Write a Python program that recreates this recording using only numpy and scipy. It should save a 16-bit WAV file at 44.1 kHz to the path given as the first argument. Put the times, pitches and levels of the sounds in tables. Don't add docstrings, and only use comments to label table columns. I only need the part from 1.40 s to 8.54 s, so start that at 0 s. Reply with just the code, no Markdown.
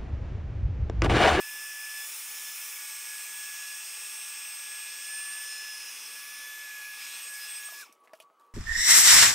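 import sys
import numpy as np
from scipy import signal
from scipy.fft import rfft, irfft, next_fast_len
from scipy.io import wavfile
from scipy.ndimage import uniform_filter1d, map_coordinates

SR = 44100
rng = np.random.default_rng(int(sys.argv[2]) if len(sys.argv) > 2 else 0)


def makeup_ratio(level_db):
    decades = np.asarray(level_db, float) / 20
    return 10 ** decades


def inscribe(sig):
    pcm = np.round(np.clip(np.atleast_2d(sig).T, -1, 1) * 32767)
    wavfile.write(sys.argv[1], SR, pcm.astype(np.int16))


N = 314861

# (frequency [Hz], density [dB per Hz])
ROOM_SPECTRUM = [(60, -32), (120, -19), (200, -22.5), (300, -11.5), (500, -8.5), (750, -10.5), (1000, -5),
                 (1300, -10), (1700, -19.5), (3300, -24.5), (6000, -30), (11000, -32), (15000, -35),
                 (15500, -45)]
# (time [s], level [dB])
HUSH_GAIN = [(6.5, 1), (6.7, 0), (6.85, -2.5), (6.98, -2), (7.02, -1)]
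# (frequency [Hz], width [Hz], level [dB])
APPLIANCE_HUM = [(384, 10, -83), (468.3, 4, -83), (1270, 14, -78), (3004, 20, -90)]
# (time [s], frequency [Hz])
THROB_PITCH = [(0, 1150), (5.1, 1147), (5.4, 1141), (6.9, 1137), (7.0, 1145)]
# (middle [s], length [s], level [dB])
THROB_SWELLS = [(6.495, 0.07, -66), (6.628, .1, -64.5), (6.718, .07, -64), (6.862, 0.13, -65),
                (7.055, 0.19, -64.5)]
# (time [s], centre [Hz])
SIDE_BANDS = [(.1, 13200), (.89, 5800), (1.35, 5800), (1.49, 11200), (1.82, 6700), (1.84, 7700),
              (1.84, 12500), (1.91, 6300), (2.03, 9800), (2.05, 5800), (2.05, 14900), (2.12, 11800),
              (2.3, 11200), (2.33, 4800), (3.07, 11800), (3.14, 4800), (3.51, 5300), (3.51, 11200),
              (3.79, 13200), (5.07, 11200), (5.07, 13200), (5.67, 14600), (6.13, 11200)]

# (time [s], crack [dB], hollow knock [dB], shell [dB], shell pitch [Hz])
TAPS = [(6.411, -32, -75, -51, 1510), (6.5255, -44, -66, -60, 5800), (6.5516, -63, -70, -73, 1520),
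        (6.6375, -58, -68, -63, 1610), (6.6546, -56, -71, -64, 1510), (6.674, -60, -68, -55, 2000),
        (6.678, -61, -70, -59, 1500), (6.6954, -66, -68, -62, 1580), (6.7332, -47, -41, -45, 1580),
        (6.7654, -59, -71, -71, 1520), (6.774, -58, -76, -69, 2750), (6.7893, -59, -70, -63, 2800),
        (6.801, -42, -46.5, -56, 2700), (6.8284, -57, -66, -69, 2560), (6.899, -78, -66, -76, 1540),
        (6.997, -56, -70, -64, 1500)]
# (time [s], frequency [Hz], level [dB])
THUDS = [(6.285, 674, -48), (6.287, 1230, -44), (6.322, 670, -46), (6.324, 990, -49), (6.49, 230, -58),
         (6.488, 310, -58), (6.492, 185, -56), (6.338, 910, -53), (6.83, 160, -58)]
# (time [s], frequency [Hz], level [dB], t60 [s])
TICKS = [(6.5255, 5930, -46, .009), (6.5258, 9500, -50, .005), (6.5515, 6000, -61, .005),
         (6.552, 11500, -64, .004), (6.565, 1250, -57, .008), (6.6745, 2100, -43, .004),
         (6.695, 2100, -49, .003), (6.601, 11000, -72, .08), (6.9975, 3900, -63, .012),
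         (6.700, 1500, -57, .006), (6.7337, 1900, -49, .004), (6.7337, 9000, -56, .004),
         (6.774, 11500, -57, .003), (6.788, 9000, -63, .003), (6.8016, 10500, -42, .005),
         (6.8015, 2390, -44, .008), (6.804, 9000, -52, .008), (6.862, 1500, -58, .002),
         (6.9003, 1100, -48, .004), (6.906, 1300, -56, .006), (6.968, 1000, -57, .004),
         (6.998, 8500, -57, .005), (7.004, 1400, -55, .005), (7.038, 11000, -69, .006),
         (7.065, 12000, -68, .008)]
# (frequency [Hz], level [dB], t60 [s])
CLACKS = [
    ([6.734, 6.7375], -43.5, [(1500, -4, .02), (1850, -1, .03), (2250, -6, .015), (3000, -6, .012), (4750, -6, .012), (5300, -8, .015), (5800, -14, .03)]),
    ([6.8012, 6.8045], -46.5, [(2050, -5, .014), (2300, -3, .02), (2530, -1, .03), (2800, -4, .035), (2990, -5, 0.042), (3230, -3, .045), (3400, -9, .03)]),
]
# (frequency [Hz], level [dB], t60 [s])
HOLLOW_MODES = [(644, -1, 0.078), (860, -6, 0.031), (1244, -17, 0.037)]
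# (middle [s], length [s], level [dB])
RUSTLES = [(6.65, .05, -73), (6.76, .08, -68), (6.818, 0.065, -63.5), (7.012, .03, -75), (7.05, .12, -79)]
# (frequency [Hz], density [dB per Hz])
RUSTLE_SPECTRUM = [(1500, -20), (2600, 2), (3500, -4), (6000, -6), (11000, -7), (15700, -10)]

# (frequency [Hz], density [dB per Hz])
ROAR_SPECTRUM = [(150, -37), (300, -32), (760, -21.5), (850, -10), (1050, -15.5), (1500, -8), (2050, -6),
                 (2600, -4.5), (3100, -5.5), (3600, -8), (3900, -19), (4800, -41)]
HISS_SPECTRUM = [(3500, -47), (4600, -17), (4950, -8), (5200, 0), (5800, -1.5), (7200, -9), (8400, -4.5),
                 (9400, -9), (11000, -9), (13000, -10), (14500, -9.5), (15800, -10)]
INTAKE_SPECTRUM = [(3000, -27), (3600, -0.5), (4200, 0.5), (4900, -2.5), (5500, -34)]
# (time [s], centre [Hz], level [dB])
BARREL_DRIFT = [(0.0, 2550, 1), (0.49, 2530, 0), (0.8, 2417, -3), (1.85, 2424, -1), (2.21, 2596, 0.5),
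                (2.71, 2600, 1.5), (3.3, 2543, 2), (3.9, 2607, 0.5), (4.5, 2680, 1), (4.69, 2640, -2),
                (4.83, 2455, -0.5), (5.43, 2424, 3.5), (5.87, 2665, 1.5), (5.98, 2356, -3), (6.03, 2626, 2),
                (6.3, 2500, -0.5), (6.45, 2470, 4), (6.52, 2450, 4), (6.56, 2450, -9)]
# (offset from centre [Hz], density [dB per Hz])
BARREL_SHAPE = [(5, -3), (120, -1.5), (260, -6.5), (500, -29)]
# (time [s], level [dB], top treble [dB])
NOZZLE_AIM = [(0, -1, 2.5), (.5, 0.5, -1.5), (.62, 1, 2.5), (1.35, 1.5, 1.5), (1.45, 1.5, 0),
              (1.92, 0.5, -0.5), (2.0, 1, -0.5), (3.3, 0, -3), (3.7, 0.5, -4), (4.6, -0.5, -2),
              (5.15, -6, 5.5), (5.5, -6, 3.5), (5.95, -2, 1.5), (6.3, -5.5, 1), (6.41, -4, -2)]
# (time [s], level [dB])
TOP_HISS = [(0, 1.5), (2, 1), (3.1, 2), (3.5, 3), (4.0, 2), (4.2, -5), (5.0, -5), (5.3, -4), (5.8, -3),
            (6.4, 0)]
# (middle [s], length [s], level [dB])
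PASSES = [(5.632, 0.22, 3), (5.768, 0.27, 2.5), (5.93, .12, -1.5), (3.9, 0.34, 0.5), (6.102, 0.26, 1.5)]
# (time [s], spacing of comb peaks [Hz], echo share [0-1])
TABLE_ECHO = [(0, 4150, .25), (.15, 4250, .35), (.55, 4250, .35), (.66, 3600, .42), (1.95, 3600, .4),
              (2.05, 3750, .12), (3.15, 3880, .22), (3.55, 4400, .25), (4.0, 4500, .25), (4.3, 4800, .45),
              (4.7, 5000, .45), (4.97, 5300, .5), (5.11, 6350, .55), (5.33, 6450, .45), (5.46, 5600, .32),
              (5.62, 4300, .2), (6.05, 4200, .2), (6.25, 3700, .15), (6.5, 3700, .15)]
# (delay [ms], level [dB])
WALL_ECHOES = [(1.7, -26), (2.3, -19), (2.9, -20), (3.6, -23.5), (4.1, -18), (4.8, -22.5), (6.6, -26),
               (9.3, -26), (13.1, -23.5), (17.9, -26.5), (24.3, -23)]

# (time [s], blade rate [Hz])
FAN_DRIFT = [(0, 1690.5), (.58, 1695), (1.27, 1691), (1.5, 1686), (2.3, 1694), (3.07, 1685), (3.61, 1694),
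             (3.74, 1690), (4.45, 1690), (4.62, 1684.5), (4.81, 1694), (4.98, 1690), (5.5, 1693),
             (5.78, 1684), (6.07, 1689.5), (6.24, 1684), (6.41, 1697)]
# (from [s], until [s], slowing [s])
FAN_SURGES = [
    (-1, 1.27, .15),
    (3.61, 4.22, .26),
    (4.81, 5.2, .17),
]
# (time [s], share of full speed [0-1], tone gain [dB])
BRAKING = [(6.418, 1, -2), (6.428, .91, 1), (6.443, .79, -7), (6.449, .73, -18), (6.48, .45, -20),
           (6.5, .15, -24), (6.51, .05, -70)]
# (from [s], blade tone [dB], 3rd overtone [dB], 5th [dB], upper overtones [dB])
HAND_POSES = [(0, -42, -51.5, -50.5, -54.5), (.66, -57.5, -57.5, -48.5, -52), (.86, -52, -58, -50, -52.5),
              (1.13, -52.5, -59, -49, -52), (1.385, -51.5, -59, -43.5, -60), (1.69, -45.5, -57, -43.5, -57),
              (1.78, -49.5, -57, -44.5, -55), (1.9, -46, -63, -44.5, -68), (2.39, -53.5, -59.5, -43.5, -63),
              (3.2, -48.5, -59, -43, -78), (3.675, -42, -56, -42, -75), (4.03, -44, -46.5, -46.5, -70),
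              (4.17, -43.5, -46.5, -58, -65), (4.35, -51.5, -48.5, -59, -62), (4.52, -59, -52, -50, -62),
              (4.72, -48, -63, -50.5, -58), (5.0, -42.5, -65, -54.5, -60), (5.56, -50, -54.5, -53, -61),
              (5.75, -55, -59, -44, -66), (5.88, -43, -56, -42.5, -58), (5.97, -43.5, -48, -50.5, -55),
              (6.08, -51, -56, -39.5, -68), (6.17, -45, -61, -50.5, -55.5), (6.32, -47.5, -58.5, -54, -63)]
# (time [s], depth [dB])
FLUTTER = [(0, .7), (5.4, .8), (5.6, 3.5), (6.4, 3.5)]
# (multiple of blade rate, middle [s], length [s], level
# [dB])
PARTIAL_SWELLS = [(1, .96, .2, 2.5), (1, 1.3, 0.055, -6), (1, 1.09, 0.081, 6), (2, 0.614, .15, 9.5),
                  (2, 1.07, 0.16, 9), (2, 2.23, 0.86, 4.5), (2, 3.85, 2.7, 5.5), (2, 5.06, 0.76, 7),
                  (2, 5.72, 0.41, 7.5), (2, 7.1, .22, 12.5), (3, 1.11, .15, 7), (3, 2.48, .2, 9),
                  (3, 5.62, 0.12, 6), (4, 0.73, 1.9, 5.5), (4, 2.3, 1.8, 8), (4, 4.13, 0.49, 8),
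                  (3, 6.16, 0.092, 8.5), (4, 5.68, 0.24, 8), (5, 0.94, 0.2, -7), (5, 2.7, 0.066, -1),
                  (5, 4.78, 0.16, 2), (5, 4.6, 0.17, -6), (5, 6.27, 0.081, 8), (1, 4.62, 0.18, -3),
                  (5, 5.81, .04, -6), (6, 2.8, 0.54, 5.5), (7, 0.27, 0.64, -3), (8, .95, 1.0, -7), (8, 2.5, .6, 3),
                  (3, 4.96, 0.32, 9), (2, 6.1, 0.25, 7.5), (3, 3.69, 0.55, 5), (4, 0.66, .2, 4), (4, 1.3, .4, 3),
                  (4, 3.58, .9, 5.5), (4, 4.55, .3, 6), (4, 5.9, .4, 6), (4, 6.24, 0.1, 14), (5, 4.36, .3, 6.5),
                  (5, 5.7, 0.19, 5), (6, 1.77, 0.4, 3), (7, 4.92, .16, 5), (7, 1.38, .14, 6), (7, 2.3, .5, 1),
                  (7, 4.03, 0.13, 11), (8, 2.05, .5, 7), (8, 4.5, .6, 6), (8, 5.1, .3, 6), (8, 6.35, .14, 7),
                  (1, 4.69, .14, 3),
                  (1, 0.77, .16, -7), (1, 1.16, .07, -7), (1, 1.62, .1, -4), (1, 4.4, 0.22, 1.5), (2, 1.65, .6, -2),
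          (2, 5.91, .1, -9), (2, 6.33, .14, -8), (2, 3.05, .6, -1), (3, 0.88, .3, -3), (3, 0.32, .5, -1),
          (1, 6.3, .1, 0), (1, 5.12, .3, -1.5), (3, 1.04, .07, -8), (3, 1.3, .4, -4), (3, 2.82, .45, -8),
          (3, 5.15, .14, -6), (4, 2.77, .25, -9), (4, 2.3, 0.15, -8), (4, 1.6, .2, -8), (4, 4.68, 0.14, -5),
          (5, 4.84, .1, -8), (8, 4.8, .14, -9), (5, 4, 0.029, -3), (6, 2.15, 0.59, -9), (6, 3.7, 0.87, -13),
          (9, 5.1, .7, -8), (6, 5.22, .5, -10), (7, .1, .4, -5), (7, 2.9, .9, -5), (7, 4.45, .25, -6),
          (7, 3.9, .2, -10), (8, 5.95, 0.398, -3), (8, 1.75, .15, -4), (1, .68, .05, -4),
          (1, 0.89, .04, -5), (5, 5.48, .14, -12), (1, 1.85, .08, -5), (3, .08, .2, -0.5),
          (3, 4.07, 0.11, -4), (3, 5.8, .12, -6), (3, 6.11, .03, -8), (3, 6.28, .14, -3), (5, 5.6, .05, -8),
          (5, 6.0, .12, -1), (5, 6.065, .03, -12), (5, 6.235, .03, -11), (5, 6.36, .06, -10),
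          (5, 5.86, 0.038, -5), (4, 6.0, .04, -8), (4, 5.92, .05, -8)]
# (multiple of blade rate, level [dB])
EVEN_OVERTONES = [(2, -61.5), (4, -62)]
# (multiple of blade rate, level above the pose's upper curve [dB])
UPPER_OVERTONES = [(6, 0), (7, -1.5), (8, -2.5), (9, -5.5)]
# (multiple of shaft speed, level [dB])
SHAFT_ORDERS = [(2, -85), (10, -68)]
# (multiple of shaft speed, level [dB])
UNEVEN_LINES = [(19, -73), (30, -73), (33, -70), (38.5, -73), (40, -72), (45.5, -75), (47, -75), (51, -73),
                (52.5, -71), (54, -72), (58, -72), (59.5, -70), (61, -75)]

BLADES = 7
OFF_S = 6.415
TURN_S = 0.09
ROAR_FADE, HISS_FADE = 150, 255
FIFTH_FADE, OVERTONE_FADE = 130, 500


def unit(x):
    return x / np.sqrt(np.mean(x ** 2) + 1e-20)


def curves(rows):
    s, *cols = np.transpose(rows)
    return [np.interp(np.arange(N) / SR, s, c) for c in cols]


def wobble(rate):
    s = np.arange(0, N + 64, 64) / SR
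    knots = rng.standard_normal(int(N * rate / SR) + 4)
    return np.interp(np.arange(N) / SR, s, map_coordinates(knots, [s * rate]))


def bump(middle, length):
    return np.cos(np.pi * np.clip((np.arange(N) / SR - middle) / length, -.5, .5)) ** 2


def swells(rows):
    return sum(makeup_ratio(db) * bump(s, length) for s, length, db in rows)


def since_off():
    return np.clip(np.arange(N) / SR - OFF_S, 0, None)


def above(x, hz, order=2):
    return signal.sosfiltfilt(signal.butter(order, hz, "high", fs=SR, output="sos"), x)


def noise(spectrum, patchy_db):
    size = next_fast_len(N)
    z = signal.stft(rng.standard_normal(size), nperseg=512)[2]
    field = uniform_filter1d(rng.standard_normal(z.shape), 5, 0)
    field = unit(uniform_filter1d(field, 12, 1))
    x = rfft(signal.istft(z * makeup_ratio(patchy_db * field), nperseg=512)[1][:size])
    f, db = np.transpose(spectrum)
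    log_hz = np.log(np.fft.rfftfreq(size, 1 / SR) + 1)
    return unit(irfft(x * makeup_ratio(np.interp(log_hz, np.log(f), db, -120, -120)), size)[:N])


def tone(hz, width_hz):
    return np.sqrt(2) * np.sin(2 * np.pi * np.cumsum(hz + width_hz * wobble(30)) / SR)


def room():
    hush = noise(ROOM_SPECTRUM, patchy_db=2.0)
    hush += (makeup_ratio(curves(HUSH_GAIN)[0]) - 1) * above(hush, 1800)
    hum = sum(makeup_ratio(db + 2.5 * wobble(6)) * tone(hz, width) for hz, width, db in APPLIANCE_HUM)
    beats = makeup_ratio(-70 - ROAR_FADE * since_off()) * (1 + 0.35 * wobble(9))
    beats += makeup_ratio(-75) + swells(THROB_SWELLS)
    throb = tone(curves(THROB_PITCH)[0], width_hz=3.15)
    throb += makeup_ratio(-14) * tone(1205, width_hz=14.9)
    return makeup_ratio(-68) * hush + hum + beats * makeup_ratio(1.7 * wobble(25)) * throb


def side_bands():
    out, size = np.zeros(N), round(0.049 * SR)
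    width_hz, level_db, tilt_db = 1450, -52.5, -2.5
    for s, hz in SIDE_BANDS:
        band = np.abs(np.fft.rfftfreq(size, 1 / SR) - hz) < width_hz / 2
        grain = unit(irfft(rfft(rng.standard_normal(size)) * band, size)) * np.hanning(size)
        out[round(s * SR) - size // 2:][:size] += grain * makeup_ratio(tilt_db * np.log2(hz / 5000))
    return makeup_ratio(level_db) * np.array([out, -out])


def mains():
    peak_s, period_s = .1, .93
    beat = 1 + .4 * np.cos(2 * np.pi * (np.arange(N) / SR - peak_s) / period_s)
    return beat * makeup_ratio(-83.5 + 1.5 * wobble(6) - ROAR_FADE * since_off()) * tone(236.9, width_hz=2)


def ring(t, hz, db, t60):
    return makeup_ratio(db - 60 * t / t60) * np.sin(2 * np.pi * hz * t)


def tap_sound(t, crack_db, hollow_db, shell_db, shell_hz):
    bright = signal.butter(2, (5000, 13500), "band", fs=SR, output="sos")
    crack = signal.sosfilt(bright, rng.standard_normal(len(t)))
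    crack *= makeup_ratio(2 - 60 * t / 0.005) + makeup_ratio(-10.0 - 60 * t / 0.077)
    hollow = sum(ring(t, hz, db + rng.normal(0, 1.4), t60) for hz, db, t60 in HOLLOW_MODES)
    jolts = rng.standard_normal(len(t)) * (makeup_ratio(-60 * t / 0.003) + makeup_ratio(-6 - 60 * t / 0.073))
    shell = np.convolve(jolts, ring(t, shell_hz, 0, 0.0032))[:len(t)]
    shell /= np.abs(shell).max()
    return makeup_ratio(crack_db - 2.5) * crack + makeup_ratio(hollow_db + 0.5) * hollow + makeup_ratio(shell_db + 1.5) * shell


def handling():
    out, t = np.zeros(N + SR), np.arange(SR // 8) / SR
    rise = 1 - np.exp(-t / 0.00053)

    def add(s, sound):
        out[round(s * SR):][:len(t)] += sound

    for s, *levels in TAPS:
        add(s, rise * tap_sound(t, *levels))
    for s, hz, db in THUDS:
        add(s, (1 - np.exp(-t * hz)) * ring(t, hz, db, 0.045))
    for s, hz, db, t60 in TICKS:
        add(s, ring(t, hz, db, t60))
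    for contacts, db, modes in CLACKS:
        for k, s in enumerate(contacts):
            add(s, makeup_ratio(db - 4 * k) * rise * sum(ring(t, *mode) for mode in modes))
    slide = swells(RUSTLES) * makeup_ratio(2.5 * wobble(300)) * noise(RUSTLE_SPECTRUM, patchy_db=2.2)
    return out[:N] + slide


def walls(x):
    out = x.copy()
    for ms, db in WALL_ECHOES:
        late = np.arange(N) - (ms + 0.056 * wobble(1.304)) * SR / 1000
        out += makeup_ratio(db) * np.interp(late, np.arange(N), x, left=0)
    return out


def barrel():
    centre_hz, level_db = curves(BARREL_DRIFT)
    turn = 2 * np.pi * np.cumsum(centre_hz) / SR
    narrow = noise(BARREL_SHAPE, patchy_db=1.0) * np.cos(turn)
    narrow += noise(BARREL_SHAPE, patchy_db=1.0) * np.sin(turn)
    return makeup_ratio(level_db + 29 * since_off()) * narrow


def table(jet):
    spacing_hz, share = curves(TABLE_ECHO)
    late = np.arange(N) - SR / spacing_hz * (1 + 0.015 * wobble(3.63))
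    return share * map_coordinates(above(jet, 6500), [late], order=3)


def air():
    near_db, aim_db = curves(NOZZLE_AIM)
    hiss = noise(HISS_SPECTRUM, patchy_db=1.0)
    hiss += (makeup_ratio(aim_db) - 1) * above(hiss, 9500)
    hiss += (makeup_ratio(curves(TOP_HISS)[0]) - 1) * above(hiss, 13500, order=4)
    pass_db = sum(db * bump(s, length) for s, length, db in PASSES)
    gust_db = 0.13 * wobble(14)
    roar_db = -50 + 0.35 * near_db + pass_db + gust_db - ROAR_FADE * since_off()
    roar_db -= 25 * np.clip(np.arange(N) / SR - 6.23, 0, None)
    hiss_db = -44 + near_db + 0.9 * pass_db + gust_db - HISS_FADE * since_off()
    intake_db = -57 + 0.13 * near_db + 1.62 * pass_db + gust_db - HISS_FADE * since_off()
    intake_db += curves([(0.6 - TURN_S, -5), (0.6 + TURN_S, 0)])[0]
    jet = makeup_ratio(roar_db) * (noise(ROAR_SPECTRUM, patchy_db=0.0) + makeup_ratio(-1.5) * barrel())
    jet += makeup_ratio(hiss_db) * hiss
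    jet += makeup_ratio(intake_db) * noise(INTAKE_SPECTRUM, patchy_db=1.7)
    return jet + table(jet)


def posed():
    s, *cols = np.transpose(HAND_POSES)
    now = np.searchsorted(s, np.arange(N) / SR, "right").clip(1) - 1
    return uniform_filter1d(np.array(cols)[:, now], round(TURN_S * SR), axis=1)


def blade_rate():
    hz, surge_hz, rise_s = curves(FAN_DRIFT)[0], 32, .13
    for a, b, slow in FAN_SURGES:
        hz = hz + curves([(a, 0), (a + rise_s, surge_hz), (b, surge_hz), (b + slow, 0)])[0]
    return hz


def glint(multiple):
    return sum(db * bump(s, length) for k, s, length, db in PARTIAL_SWELLS if k == multiple)


def whine():
    first_db, third_db, fifth_db, upper_db = posed()
    speed, brake_db = curves(BRAKING)
    haste_db, = curves(FLUTTER)
    turn = 2 * np.pi * np.cumsum(blade_rate() * speed + 1.52 * wobble(60)) / SR
    over = np.zeros(N)
    fifth_db = fifth_db + (OVERTONE_FADE - FIFTH_FADE) * since_off()
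    for k, db in [(3, third_db), (5, fifth_db)]:
        level_db = db + glint(k) + 1.1 * wobble(8) + .6 * haste_db * wobble(35)
        over += makeup_ratio(level_db) * np.sin(k * turn)
    upper_db = np.maximum(upper_db, -60.5)
    for k, db in UPPER_OVERTONES:
        level_db = upper_db + db + glint(k) + 1.2 * wobble(7) + (1.3 + .3 * haste_db) * wobble(22)
        over += makeup_ratio(level_db) * np.sin(k * turn)
    for k, db in EVEN_OVERTONES:
        level_db = db + glint(k) + 1.0 * wobble(6) + .3 * haste_db * wobble(30)
        over += makeup_ratio(level_db) * np.sin(k * turn)
    for k, db in UNEVEN_LINES:
        over += makeup_ratio(db + 3 * wobble(1.5) + 1.5 * wobble(15)) * np.sin(k * turn / BLADES)
    shaft = sum(makeup_ratio(db + 5.6 * wobble(10)) * np.sin(k * turn / BLADES) for k, db in SHAFT_ORDERS)
    shaft += makeup_ratio(-67 + 1.0 * wobble(5.13)) * np.sin(5 * turn / BLADES)
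    blade = makeup_ratio(first_db + glint(1) + 0.3 * wobble(60) + 0.26 * wobble(15)) * np.sin(turn)
    over *= makeup_ratio(-OVERTONE_FADE * since_off()) * np.clip(8 * speed - 4, 0, 1)
    return np.sqrt(2) * (makeup_ratio(brake_db) * (blade + shaft) + over)


def scene():
    mono = room() + mains() + walls(air() + handling()) + whine()
    return np.tile(mono, (2, 1)) + side_bands()


def roll_off(x):
    return signal.sosfilt(signal.butter(12, 16530, fs=SR, output="sos"), x)


def record(dry):
    size = next_fast_len(N + SR)
    bass_cut = signal.sosfilt(signal.butter(5, 175, "high", fs=SR, output="sos"), dry)
    kept = np.fft.rfftfreq(size, 1 / SR) < 15730
    mix = irfft(rfft(bass_cut, size) * kept, size)[:, :N]
    return roll_off(mix)


dry = scene()
out = record(dry)
inscribe(out)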